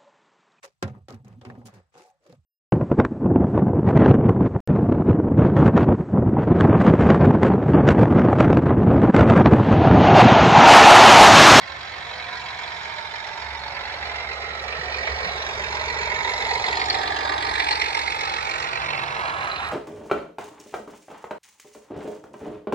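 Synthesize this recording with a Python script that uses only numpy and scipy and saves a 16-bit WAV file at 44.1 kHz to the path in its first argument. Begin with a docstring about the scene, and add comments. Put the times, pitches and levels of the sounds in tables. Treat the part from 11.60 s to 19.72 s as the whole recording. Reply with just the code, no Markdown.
"""A wooden baseboard in a small room: a model diesel locomotive pulls coaches along it, from the far end
to just left of the microphone. Its gears rattle in six noise bursts per axle turn and ring the plastic body.
Filtered noise makes the board's rumble, rolling wheels and rail hiss; short bursts make ticks, clacks and
thumps. The room's echo wraps the far train; close by, a reflection with a moving delay sweeps the tone."""
import sys
import numpy as np
from scipy import signal
from scipy.fft import rfft, irfft
from scipy.io import wavfile
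from scipy.ndimage import uniform_filter1d, map_coordinates

SR = 44100
rng = np.random.default_rng(int(sys.argv[2]) if len(sys.argv) > 2 else 0)


def unload_audio(sound):
    """Save the sound as a 16-bit wav file, at the path given as the first command line argument."""
    columns = np.transpose(np.atleast_2d(sound))
    # keep every value between -1 and 1, then stretch to whole-number steps
    steps = np.round(np.clip(columns, -1, 1) * 32767)
    wavfile.write(sys.argv[1], SR, steps.astype(np.int16))


N = 358091
TIME = np.arange(N) / SR


def gain_of(db):
    """Decibels to amplitude."""
    return 10 ** (np.asarray(db) / 20)


def size_of(seconds):
    """Seconds to samples."""
    return int(seconds * SR)


def unit_rms(x):
    """Scales to rms 1."""
    return x / np.sqrt(np.mean(x ** 2) + 1e-20)


def read_spectrum(points, hz):
    """Interpolates a spectrum on a log-frequency axis."""
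    f, value = np.transpose(points)
    return np.interp(np.log(hz + 1), np.log(f + 1), value)


def follow(rows, t=TIME):
    """Interpolates each column of a curve at the times t."""
    s, *columns = np.transpose(rows)
    return [np.interp(t, s, c) for c in columns]


def add(mix, s, sound):
    """Adds a sound at s seconds, in place."""
    part = mix[max(round(s * SR), 0):][:len(sound)]
    part += sound[:len(part)]


def colour(x, points, modes=(), size=8192):
    """Minimum-phase filter: a broad spectrum with resonances standing on it; output at rms 1."""
    hz = abs(np.fft.fftfreq(size, 1 / SR))
    db = read_spectrum(points, hz)
    for centre_hz, width_hz, lift_db in modes:
        db = db + lift_db / (1 + (2 * (hz - centre_hz) / width_hz) ** 2)
    log_spectrum = np.conj(signal.hilbert(db * np.log(10) / 20))
    impulse = np.fft.ifft(np.exp(log_spectrum)).real
    return unit_rms(signal.oaconvolve(x, impulse[:size // 2])[:N])


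def band(x, lo_hz, hi_hz, order=4):
    """Band-pass without delay."""
    sos = signal.butter(order, [lo_hz, hi_hz], "band", fs=SR, output="sos")
    return signal.sosfiltfilt(sos, x)


def lifted(x, hz, lift_db, width_hz):
    """Lifts a band whose centre follows hz: shift to 0 Hz, low-pass, shift back, add."""
    turn = np.exp(2j * np.pi * np.cumsum(hz) / SR)
    pole = np.exp(-np.pi * width_hz / SR)
    picked = 2 * (turn * signal.lfilter([1 - pole], [1, -pole], x / turn)).real
    return x + (gain_of(lift_db) - 1) * picked


def wander(hz):
    """Random drift: noise under a Gaussian low-pass, rms 1."""
    lowpass = np.exp(-(np.fft.rfftfreq(N, 1 / SR) / hz) ** 2)
    return unit_rms(irfft(rfft(rng.standard_normal(N)) * lowpass, N))


def grains(per_s):
    """Tiny impacts of random size at random moments."""
    return unit_rms(rng.standard_normal(N) * (rng.random(N) < per_s / SR))


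def passing(at_s, spread_s, t=TIME):
    """Inverse-square swell of something passing at a steady speed: 1 when closest, 0 far away."""
    return 1 / (1 + ((t - at_s) / spread_s) ** 2)


# decay of the room: (frequency [Hz], t60 [s])
ROOM_DECAY = [(200, .22), (1000, .16), (2200, .1), (4000, .06), (12000, .04)]


def room(port_delay_s=0.00045, start_s=0.00273):
    """Decaying noise response at two close ports: alike in the bass, unrelated in the treble."""
    half_s = SR // 2
    taps = rng.standard_normal((2, half_s)) * (TIME[:half_s] > start_s)
    hz, t, z = signal.stft(taps, SR, nperseg=256)
    same = np.sinc(2 * hz * port_delay_s)[:, None]
    second = same * z[0] + np.sqrt(1 - same ** 2) * z[1]
    decay = gain_of(-60 * t / read_spectrum(ROOM_DECAY, hz)[:, None])
    tail = signal.istft(np.array([z[0], second]) * decay, SR)[1]
    return tail / np.linalg.norm(tail[0])


def reverberate(x, count=13):
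    """Each stretch of track excites the room in its own way; the responses crossfade."""
    stretch, out = np.linspace(0, count - 1, N), np.zeros((2, N))
    for k in range(count):
        on = np.flatnonzero(abs(stretch - k) < 1)
        faded = x[on] * np.cos(np.pi / 2 * (stretch[on] - k))
        echo = signal.oaconvolve(faded[None], room(), axes=1)
        for ear, sound in zip(out, echo):
            add(ear, on[0] / SR, sound)
    return out


# the locomotive's place: (time [s], nearness [0-1], lead of the left ear in the mid range [ms])
PATH = [(0, 0.26, 0.053), (2, 0.4, 0.097), (3.5, 0.38, 0.2), (5.05, 0.57, 0.2), (5.5, 0.59, 0.62),
        (6.1, 1, .48), (7, 0.84, 0.47), (8.12, 0.83, 0.2)]
# change of colour from far to near: (frequency [Hz], level [dB])
NEAR_COLOUR_DB = [(220, -1), (300, 10), (430, -3.5), (580, -8), (700, -3.5), (860, 2), (1000, 0),
                  (1300, -9), (1800, -5.5), (2250, -7), (2700, -1), (4000, -2.5), (9000, 4), (14000, 3)]
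# left minus right, far and near: (frequency [Hz], difference [dB])
FAR_BALANCE_DB = [(200, -35), (380, -6.5), (700, -6), (1290, -4.5), (2380, -2.5), (4400, -8.5), (6100, -4),
                  (7300, -28), (8500, -16), (15000, -6)]
NEAR_BALANCE_DB = [(200, 6), (380, 4), (700, -2.5), (1290, -3.5), (2380, -13.5), (4400, 3.5), (6200, 10),
                   (7300, -10.5), (8500, 18), (15000, 10)]
# wall reflection: delay far and longest, time of the longest, spread
WALL_FAR_MS, WALL_NEAR_MS, WALL_AT_S, WALL_SPREAD_S = 1.026, 2.55, 5.746, 1.94


def place(x, far_wet_db=2, near_wet_db=-6, wall=0.45, shelf=0.02, shelf_ratio=1.8,
          scatter_hz=3200, low_drop_db=4):
    """Direct sound, two moving reflections and the room, whose share falls with nearness."""
    frames = dict(fs=SR, nperseg=1024, noverlap=768)
    hz, t, dry = signal.stft(x, **frames)
    wet = signal.stft(reverberate(x), **frames)[2]
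    hz = hz[:, None]
    near, lead_ms = follow(PATH, t)
    wall_ms = WALL_FAR_MS + (WALL_NEAR_MS - WALL_FAR_MS) * passing(WALL_AT_S, WALL_SPREAD_S, t)
    per_ms = -2j * np.pi * hz / 1000  # phase of a 1 ms delay
    side = np.array([1, -1])[:, None, None] / 2
    # the whole board radiates the low notes, so only higher ones point to the train
    ear_ms = side * lead_ms * hz ** 2 / (hz ** 2 + 330 ** 2)
    ear_ms = ear_ms / (1 + (hz / 5500) ** 8)
    # the scenery mirrors low notes and scatters the treble
    mirror = 1 / (1 + (hz / scatter_hz) ** 4)
    direct = np.exp(-per_ms * ear_ms) * (1 + mirror * wall * np.exp(per_ms * wall_ms))
    direct = direct + mirror * shelf * np.exp(per_ms * (shelf_ratio * wall_ms + ear_ms))
    # close by, the mirrored low notes lose low_drop_db more room
    wetness = gain_of(far_wet_db + near * (near_wet_db - far_wet_db - low_drop_db * mirror))
    mixed = (direct * dry + wetness * wet) / np.sqrt(1 + wetness ** 2)
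    far_balance_db = (1 - near) * read_spectrum(FAR_BALANCE_DB, hz)
    balance_db = far_balance_db + near * read_spectrum(NEAR_BALANCE_DB, hz)
    mixed = mixed * gain_of(side * balance_db + near * read_spectrum(NEAR_COLOUR_DB, hz))
    return signal.istft(mixed, **frames)[1][:, :N]


# wheels bump over the track: (time [s], peak before the ear balance [dB], frequency [Hz])
THUMPS = [(3.01, -42, 58.6), (3.18, -37.5, 156), (3.49, -30.5, 66), (3.658, -37, 176), (4.29, -36, 70.7),
          (5.603, -52, 46.7), (5.89, -44, 50), (8.009, -40, 70.8)]


def thumps(rise_cycles=1.0):
    """A bump swells and dies within a few cycles of one low note of the board."""
    t, out = np.arange(size_of(.3)) / SR, np.zeros(N)
    for s, db, hz in THUMPS:
        age = t * hz / rise_cycles
        swell = (age / 2) ** 2 * np.exp(2 - age)
        add(out, s, gain_of(db) * swell * np.sin(2 * np.pi * (hz * t + rng.random())))
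    return out


# drumming, before trims: (time [s], boom level [dB], thrum level [dB])
BOARD = [(0, -53, -51.5), (1.2, -55, -54), (1.9, -48, -52.5), (2.9, -48, -53), (4.2, -40.5, -47.5),
         (5.7, -45, -49.5), (6.8, -46, -52), (7.3, -47, -48), (8.12, -48, -46.5)]
# colours of the board: (frequency [Hz], relative level [dB])
BOOM_COLOUR = [(15, -41), (25, -24), (42, -10.5), (56, -6), (66, 0.5), (80, -8), (100, -15.5), (160, -55),
               (400, -106)]
THRUM_COLOUR = [(50, -59), (85, -1), (110, -1), (145, -6.5), (200, -7), (260, -15), (340, -11.5),
                (600, -53), (1500, -64)]
# hum of the motor's shake in the board, before the ear balance: (time [s], level [dB])
HUM = [(0, -54), (1.7, -56.5), (1.87, -44.5), (2.25, -54), (2.5, -45.5), (3.6, -44), (4.35, -44),
       (4.6, -53), (5.1, -45.5), (5.7, -48), (6.6, -50), (7.3, -58), (8.12, -57)]


def baseboard(boom_db=-6, thrum_db=0, hum_hz=69.9, waver_hz=0.797, octave_db=-9,
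              drone_db=-45, drone_at_s=7.34, drone_spread_s=0.13):
    """The board booms under the wheels and hums with the motor's shake, whose octave swells briefly."""
    boom_level_db, thrum_level_db = follow(BOARD)
    shake = 2 * np.pi * np.cumsum(hum_hz + waver_hz * wander(4.37)) / SR
    octave = np.sin(2 * shake)
    hum = unit_rms(np.sin(shake) * gain_of(0.6 * wander(4.3)))
    boom = gain_of(boom_level_db + boom_db) * colour(rng.standard_normal(N), BOOM_COLOUR)
    low = boom + gain_of(follow(HUM)[0]) * hum + thumps()
    common = colour(rng.standard_normal(N), THRUM_COLOUR)
    common = unit_rms(common + gain_of(octave_db + 3.4 * wander(11.4)) * octave)
    # a weaker part, opposite in the two ears
    apart = colour(rng.standard_normal(N), THRUM_COLOUR) * np.array([[1], [-1]])
    thrum = gain_of(thrum_level_db + thrum_db) * (common + 0.35 * apart)
    drone = gain_of(drone_db) * passing(drone_at_s, drone_spread_s) * octave
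    return low * gain_of([[-1.6], [1.4]]) + thrum * gain_of([[-.5], [.4]]) + drone


# drive level in three bands, before trims: (time [s], body [dB], rattle [dB], fizz [dB])
RUN = [(0, -43.5, -36, -43.5), (.7, -38.5, -32.5, -40), (2, -37, -33.5, -41), (2.5, -36.5, -29.5, -39.5),
       (2.9, -38.5, -31, -41), (3.501, -35, -27.5, -37.5), (4, -35, -30, -36.5), (4.5, -32.5, -24.5, -36.5),
       (4.899, -29, -26.5, -32.5), (5.298, -28, -31.5, -31.5), (5.75, -28.5, -27, -35.5),
       (6.05, -29, -24.5, -30.5), (6.7, -33, -29.5, -35), (7.25, -35.5, -28.5, -38),
       (7.65, -34, -34, -40.5), (8.12, -43.5, -36, -42)]
# colour of the fine hiss from the rails: (frequency [Hz], relative level [dB])
HISS_COLOUR = [(2000, -31), (4500, 9.5), (5400, 4.5), (6100, -5), (7200, -11), (8600, -7.5), (10500, -13.5),
               (12500, -21.5), (15000, -46)]


def rail_hiss(level_db=-15):
    """The whole train hisses from no one direction: unrelated noise per ear, at the drive's fizz level."""
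    ears = np.array([colour(rng.standard_normal(N), HISS_COLOUR) for _ in range(2)])
    fizz_db = follow(RUN)[2]
    return ears * gain_of(fizz_db + level_db)


# rolling of the coach wheels: (time [s], relative level [dB])
COACHES = [(0, -47), (3, -44), (5, -38.5), (6.5, -35.5), (7.15, -32.5), (7.4, -31.5), (7.75, -28),
           (8.12, -29.5)]
# colour of the rolling wheels: (frequency [Hz], relative level [dB])
ROLL_COLOUR = [(200, -39), (290, -25.5), (340, -9), (450, -16.5), (560, -4.5), (680, 3), (800, 1.5),
               (1080, 3), (1300, 9), (1600, -2), (2100, -1), (3300, -14), (4100, -28), (6000, -26),
               (10000, -42.5), (15000, -62)]


def coaches(flutter_db=2.2, bright_hz=1450, bright_db=-2):
    """Wheels roll over the fine roughness of the rails; bogies add a light, grainy clatter."""
    roll = colour(grains(24000) * gain_of(flutter_db * wander(62)), ROLL_COLOUR)
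    clatter = unit_rms(band(grains(2500), 0.78 * bright_hz, 1.223 * bright_hz, order=2))
    return (roll + gain_of(bright_db) * clatter) * gain_of(follow(COACHES)[0])


# wheels ticking on the rails: (time [s], relative level [dB])
TICKS = [(3.0265, -50), (3.66, -52), (4.709, -45), (4.86, -49), (5.888, -47), (6.348, -49), (6.4078, -48),
         (6.554, -47), (6.83, -49), (6.8961, -47), (6.9815, -46), (7.2908, -51), (7.433, -48), (7.602, -52),
         (7.917, -53), (8.0707, -50), (8.087, -45)]


def ticks(level_db=-4.5, decay_s=0.0032):
    """Metal wheels tick on the rails: bright noise that dies exponentially."""
    t, out = np.arange(size_of(.02)) / SR, np.zeros(N)
    for s, db in TICKS:
        noise = unit_rms(band(rng.standard_normal(len(t)), 4000, 12600))
        add(out, s, gain_of(db + level_db) * np.exp(-t / decay_s) * noise)
    return out


# gear teeth that catch and clack: (time [s], relative level [dB], ring [Hz])
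CLACKS = [(3.343, -17, 2420), (3.4727, -13, 1980), (3.8212, -23, 4030), (3.996, -17.5, 2010),
          (4.037, -18, 1800), (4.6498, -20, 1810), (4.8517, -14, 1904), (5.039, -11, 1950),
          (5.0835, -20, 1900), (5.1265, -12, 1950), (5.1693, -19, 4290), (5.2145, -15, 2170),
          (5.299, -7.5, 4320), (5.3426, -15.5, 2130), (5.994, -11, 1990), (6.001, -7.5, 2080),
          (6.086, -14, 2360), (6.109, -11, 4250), (6.124, -12.5, 4250), (6.2175, -6.5, 2055),
          (6.2407, -19, 1900), (6.4762, -13, 2156), (6.5493, -17, 2200), (6.6101, -16, 2150),
          (6.7852, -17, 1860), (7.331, -14.5, 2250), (7.3763, -22, 2130), (7.481, -19, 2210)]


def clacks(level_db=-1, rise_s=0.0011, width_hz=300, chatter_db=-26):
    """A catching tooth chatters for a few milliseconds and rings one resonance of the shell."""
    t, out = np.arange(size_of(0.048)) / SR, np.zeros(N)
    swell = (t / rise_s / 2) ** 2 * np.exp(2 - t / rise_s)
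    for s, db, hz in CLACKS:
        chatter, slip = rng.standard_normal((2, len(t)))
        # random phase drift widens the ring
        drift = np.cumsum(slip) * np.sqrt(np.pi * width_hz / SR)
        ringing = np.sin(2 * np.pi * hz * t + drift)
        chatter = gain_of(chatter_db) * unit_rms(band(chatter, 600, 4600))
        add(out, s, gain_of(db + level_db) * swell * (ringing + chatter))
    return band(out, 400, 5840, order=3)


AXLE_TURNS_PER_S, AXLE_START_TURNS = 7.6539, .0468


def axle(t=TIME):
    """Turns of the driven axle so far, at a steady rate."""
    return AXLE_START_TURNS + AXLE_TURNS_PER_S * t


# knocks of the drive, one set per turn: (place in the turn [0-1], ring [Hz], relative level [dB])
KNOCKS = [(.117, 448, -1), (.46, 434, -5), (0.5, 418, -11), (.783, 432, -0.5), (.925, 414, -6),
          (.3, 645, -1), (.658, 603, -6), (.445, 860, 0.5), (.917, 880, -10.5)]
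# level of the knocks, before the ear balance: (time [s], level [dB])
KNOCKING = [(0, -58), (2, -51), (3.5, -41.5), (5, -38), (6.3, -42.5), (7.2, -52.5), (8.12, -49)]
# play in the drive: scatter of each knock in time and in pitch
KNOCK_PLAY_S, KNOCK_DETUNE_SHARE = .00025, .035


def knocks(length_s=0.02, balance_db=-2.0, uneven_db=1.5):
    """Low knocks swell and die nearly in step with the axle: a soft throb, nearly alike in both ears."""
    t, out = np.arange(-length_s / 2, length_s / 2, 1 / SR), np.zeros(N)
    swell = np.cos(np.pi * t / length_s) ** 2
    for turn in range(int(axle()[-1]) + 1):
        for at, hz, db in KNOCKS:
            late, detune, louder = rng.standard_normal(3)
            knock = swell * np.sin(2 * np.pi * hz * (1 + KNOCK_DETUNE_SHARE * detune) * t)
            s = (turn + at - AXLE_START_TURNS) / AXLE_TURNS_PER_S + t[0] + KNOCK_PLAY_S * late
            add(out, s, gain_of(db + uneven_db * louder) * knock)
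    ears_db = balance_db * np.array([[.5], [-.5]])
    return unit_rms(out) * gain_of(follow(KNOCKING)[0] + ears_db)


# the gear bursts of one turn, in order: (mean strength [dB])
BURST_DB = [3.5, 0, 1.5, 0, 4.5, 2.6]


def beats(t=TIME, lead=0.0594, swing=0.103):
    """Count of gear bursts so far; they limp in pairs, one early and the next late."""
    even = axle(t) * len(BURST_DB)
    return even + lead + swing * np.cos(np.pi * even)


# broad colour of the drive: (frequency [Hz], relative level [dB])
DRIVE_COLOUR = [(200, -30.5), (300, -23.5), (365, -21.5), (410, -8.5), (500, -6.5), (560, -3.5),
                (700, -5.5), (1100, -10), (1650, 4.5), (2400, -0.5), (3000, -8), (3700, -4.5),
                (4800, -13.5), (6000, -23.5), (8000, -33.5), (11000, -54.5), (15000, -67)]
# resonances of the body shell and chassis: (centre [Hz], width [Hz], lift [dB])
SHELL_MODES = [(717, 520, 2), (917, 110, 5), (1053, 103, 7), (1904, 420, 7.5), (2198, 200, 6.5),
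               (2870, 260, -2), (3395, 200, 4), (4004, 1150, 4), (5430, 1280, 10), (6710, 590, 8.5),
               (8750, 220, 9.5)]


def gears(sharpness=2, far_bed=1.0, near_bed=0.44, repeat=0.082, uneven_db=0.73,
          stagger_beats=0.038, whirr_db=-10, count=5760):
    """Tooth impacts crowd into bursts; worn teeth repeat part of their pattern on every turn."""
    near = follow(PATH)[0]
    beat = beats() + stagger_beats * wander(33)
    which = np.round(beat).astype(int)
    uneven = uneven_db * rng.standard_normal(size=512)[which]
    strength = gain_of(np.take(BURST_DB, which, mode="wrap") + uneven)
    bed = np.interp(near, [.15, .6], [far_bed, near_bed])  # from afar the bursts run together
    pressure = bed + strength * abs(np.cos(np.pi * beat)) ** (2 * sharpness)
    # the same teeth meet once a turn, and the pinion's own teeth three times a turn
    tooth = (axle() * count).astype(int)
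    wheel, pinion = rng.standard_normal((2, count))
    worn = unit_rms(wheel[tooth % count] + .6 * pinion[tooth % (2 * count // len(BURST_DB))])
    impacts = np.sqrt(repeat) * worn + np.sqrt(1 - repeat) * grains(20000)
    rattle = unit_rms(pressure * impacts)
    # between the bursts the shaft keeps up a lower, even whirr
    whirr = band(.5 * worn[::-1] + rng.standard_normal(N), 210, 1700, order=2)
    return colour(rattle + gain_of(whirr_db) * whirr, DRIVE_COLOUR, SHELL_MODES)


def tooth_colours(x, depth_db=1.5, spread_hz=520):
    """Every burst strikes the shell a little differently, so each has its own uneven spectrum."""
    frames = dict(fs=SR, nperseg=256, noverlap=192)
    hz, t, z = signal.stft(x, **frames)
    burst = np.round(beats(t)).astype(int)
    knots = rng.standard_normal((512, 128))
    rows, columns = np.meshgrid(burst, hz / spread_hz)
    patches = map_coordinates(knots, [rows, columns], order=1, mode="nearest")
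    patches = patches * np.minimum(hz / 2000, 1.4)[:, None]  # the high modes vary most
    return signal.istft(z * gain_of(depth_db * patches), **frames)[1][:N]


SWEEP_HZ, SWEEP_SLIDE_HZ, SWEEP_WIDTH_HZ = 4030, 350, 180  # slide: either way
SWEEP_DB, SWEEP_AT_S, SWEEP_SPREAD_S = 14, 3.7, 0.2


def platform_sweep(x):
    """A short reflection near the platform's end sweeps a narrow bright band of the rattle downward."""
    slide = np.tanh(2 * (TIME - SWEEP_AT_S) / SWEEP_SPREAD_S)
    lift_db = SWEEP_DB * passing(SWEEP_AT_S, SWEEP_SPREAD_S)
    return lifted(x, SWEEP_HZ - SWEEP_SLIDE_HZ * slide, lift_db, SWEEP_WIDTH_HZ)


def ring(hz, level_db, width_hz, uneven_db, sharpness=2.1):
    """At the height of each burst a loose part rings briefly, at a slightly different pitch each time."""
    beat = beats()
    which = np.round(beat).astype(int)
    uneven = uneven_db * np.clip(rng.standard_normal(size=512), -2, 1.5)[which]
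    strength = gain_of(np.take(BURST_DB, which, mode="wrap") + uneven)
    hz = hz + width_hz * (rng.standard_normal(size=512)[which] + wander(153.4))
    burst = strength * abs(np.cos(np.pi * beat)) ** (2 * sharpness)
    return gain_of(level_db) * unit_rms(burst * np.sin(2 * np.pi * np.cumsum(hz) / SR))


# loose parts along the track, relative levels:
# (time [s], shell [Hz], shell level [dB], metal [Hz], metal level [dB])
BUZZ = [(0, 1900, -13, 3950, -17), (.6, 2174, 1, 4000, -5), (1.4, 1668, -9, 3980, -23),
        (2.1, 1800, -9, 4150, -4), (2.6, 1980, -5, 3850, -12), (3.3, 2390, -5, 4330, -15),
        (3.62, 1893, -11, 4320, -13), (3.8, 1853, -10, 3790, -10), (4, 1950, -7, 3640, -19),
        (4.2, 1947, -7, 4130, -9), (4.8, 1946, 2, 4004, -7.5), (5.2, 1880, -1, 4166, -11),
        (5.6, 1723, -8, 4180, -19), (6.1, 2062, -12, 4290, -10), (6.6, 2132, -2.5, 3960, -24),
        (7.3, 2259, 0, 4150, -5), (8.12, 2427, -15, 4050, -7)]


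def chassis():
    """The loose shell and the metal of the chassis buzz in step with the bursts."""
    shell_hz, shell_db, metal_hz, metal_db = follow(BUZZ)
    shell = ring(shell_hz, shell_db, width_hz=110, uneven_db=4.5)
    return shell + ring(metal_hz, metal_db, width_hz=170, uneven_db=1.5)


# the motor's whine, a resonance that sinks and rises: (time [s], centre [Hz], lift [dB])
WHINE = [(0, 1070, 9), (1.2, 953, 8), (1.9, 900, 7.5), (2.5, 808, 5), (3.1, 810, 0), (3.7, 960, 2.5),
         (4.3, 940, 3.5), (4.9, 877, 9.5), (5.4, 840, 8.5), (6.25, 873, 8), (6.9, 930, 4), (8.12, 920, 2.5)]
# bands that the surroundings favour; each glides, and swells or dips along one stretch of track:
# (far [Hz], near [Hz], width [Hz], lift [dB], swell [dB], swell time [s], swell spread [s])
FAVOURED = [(1347, 1250, 80, 2.5, 14, 7, 0.87), (2280, 2300, 140, 2, 5, 1.2, 0.45),
            (4390, 3500, 990, 2, -18, 3.93, 0.2), (1410, 1203, 190, 2.5, 10.5, 5.7, 0.37),
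            (2800, 1697, 130, 2, 16, 5.35, 0.56), (3170, 2210, 280, 6, 7, 7.65, 0.91),
            (3880, 4400, 240, 3, 19, 7.99, 0.16), (5070, 7800, 1400, 1.5, 6, 4.57, 0.98),
            (6350, 5960, 750, 0, -21, 5.82, 0.39), (8450, 8400, 330, 1.5, 7.5, 5.92, 0.24),
            (650, 530, 80, 0, 6, 0.53, .7), (1640, 1500, 61, 1, 5, 1.4, 0.32),
            (1340, 1200, 80, 0.5, 6.5, 2.8, .4), (300, 300, 56, 0, 9, 5.47, 0.52),
            (7600, 7200, 1300, -0.5, 8, 6.9, 0.3)]
# the glide reaches its near end at PASS_S
PASS_S, PASS_SPREAD_S = 5.76, 1.35


def locomotive(body_db=0.04, rattle_db=-3.0, fizz_db=0.79, whine_width_hz=125):
    """The drive's colour glides as it passes; its low, middle and high voice swell each in its own way."""
    sound = platform_sweep(tooth_colours(gears()))
    close = passing(PASS_S, PASS_SPREAD_S)
    sound = lifted(sound, *follow(WHINE), whine_width_hz)
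    for far_hz, near_hz, width_hz, lift_db, swell_db, at_s, spread_s in FAVOURED:
        hz = far_hz + (near_hz - far_hz) * close
        sound = lifted(sound, hz, lift_db + swell_db * passing(at_s, spread_s), width_hz)
    sound = place(sound + chassis())
    edges_hz = [(150, 1100), (1100, 3000), (3000, 20000)]
    out = 0
    for edge_hz, db, trim_db in zip(edges_hz, follow(RUN), (body_db, rattle_db, fizz_db)):
        part = band(sound, *edge_hz)
        # even out the slow level, then set it from the table
        power = uniform_filter1d((part ** 2).mean(0), size=17280)
        out = out + part / np.sqrt(abs(power) + 1e-12) * gain_of(db + trim_db)
    return out


def scene():
    """Baseboard, rails, wheels and locomotive in one room."""
    wheels_and_clacks = place(clacks() + ticks() + coaches())
    return baseboard() + rail_hiss() + wheels_and_clacks + knocks() + locomotive()


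EDGE_HZ = 15650


def record(dry):
    """The recorder's band limit: a linear-phase low-pass."""
    lowpass = signal.firwin(511, EDGE_HZ, window=("kaiser", 9), fs=SR)
    return signal.oaconvolve(dry, lowpass[None], "same")


dry = scene()
out = record(dry)
unload_audio(out)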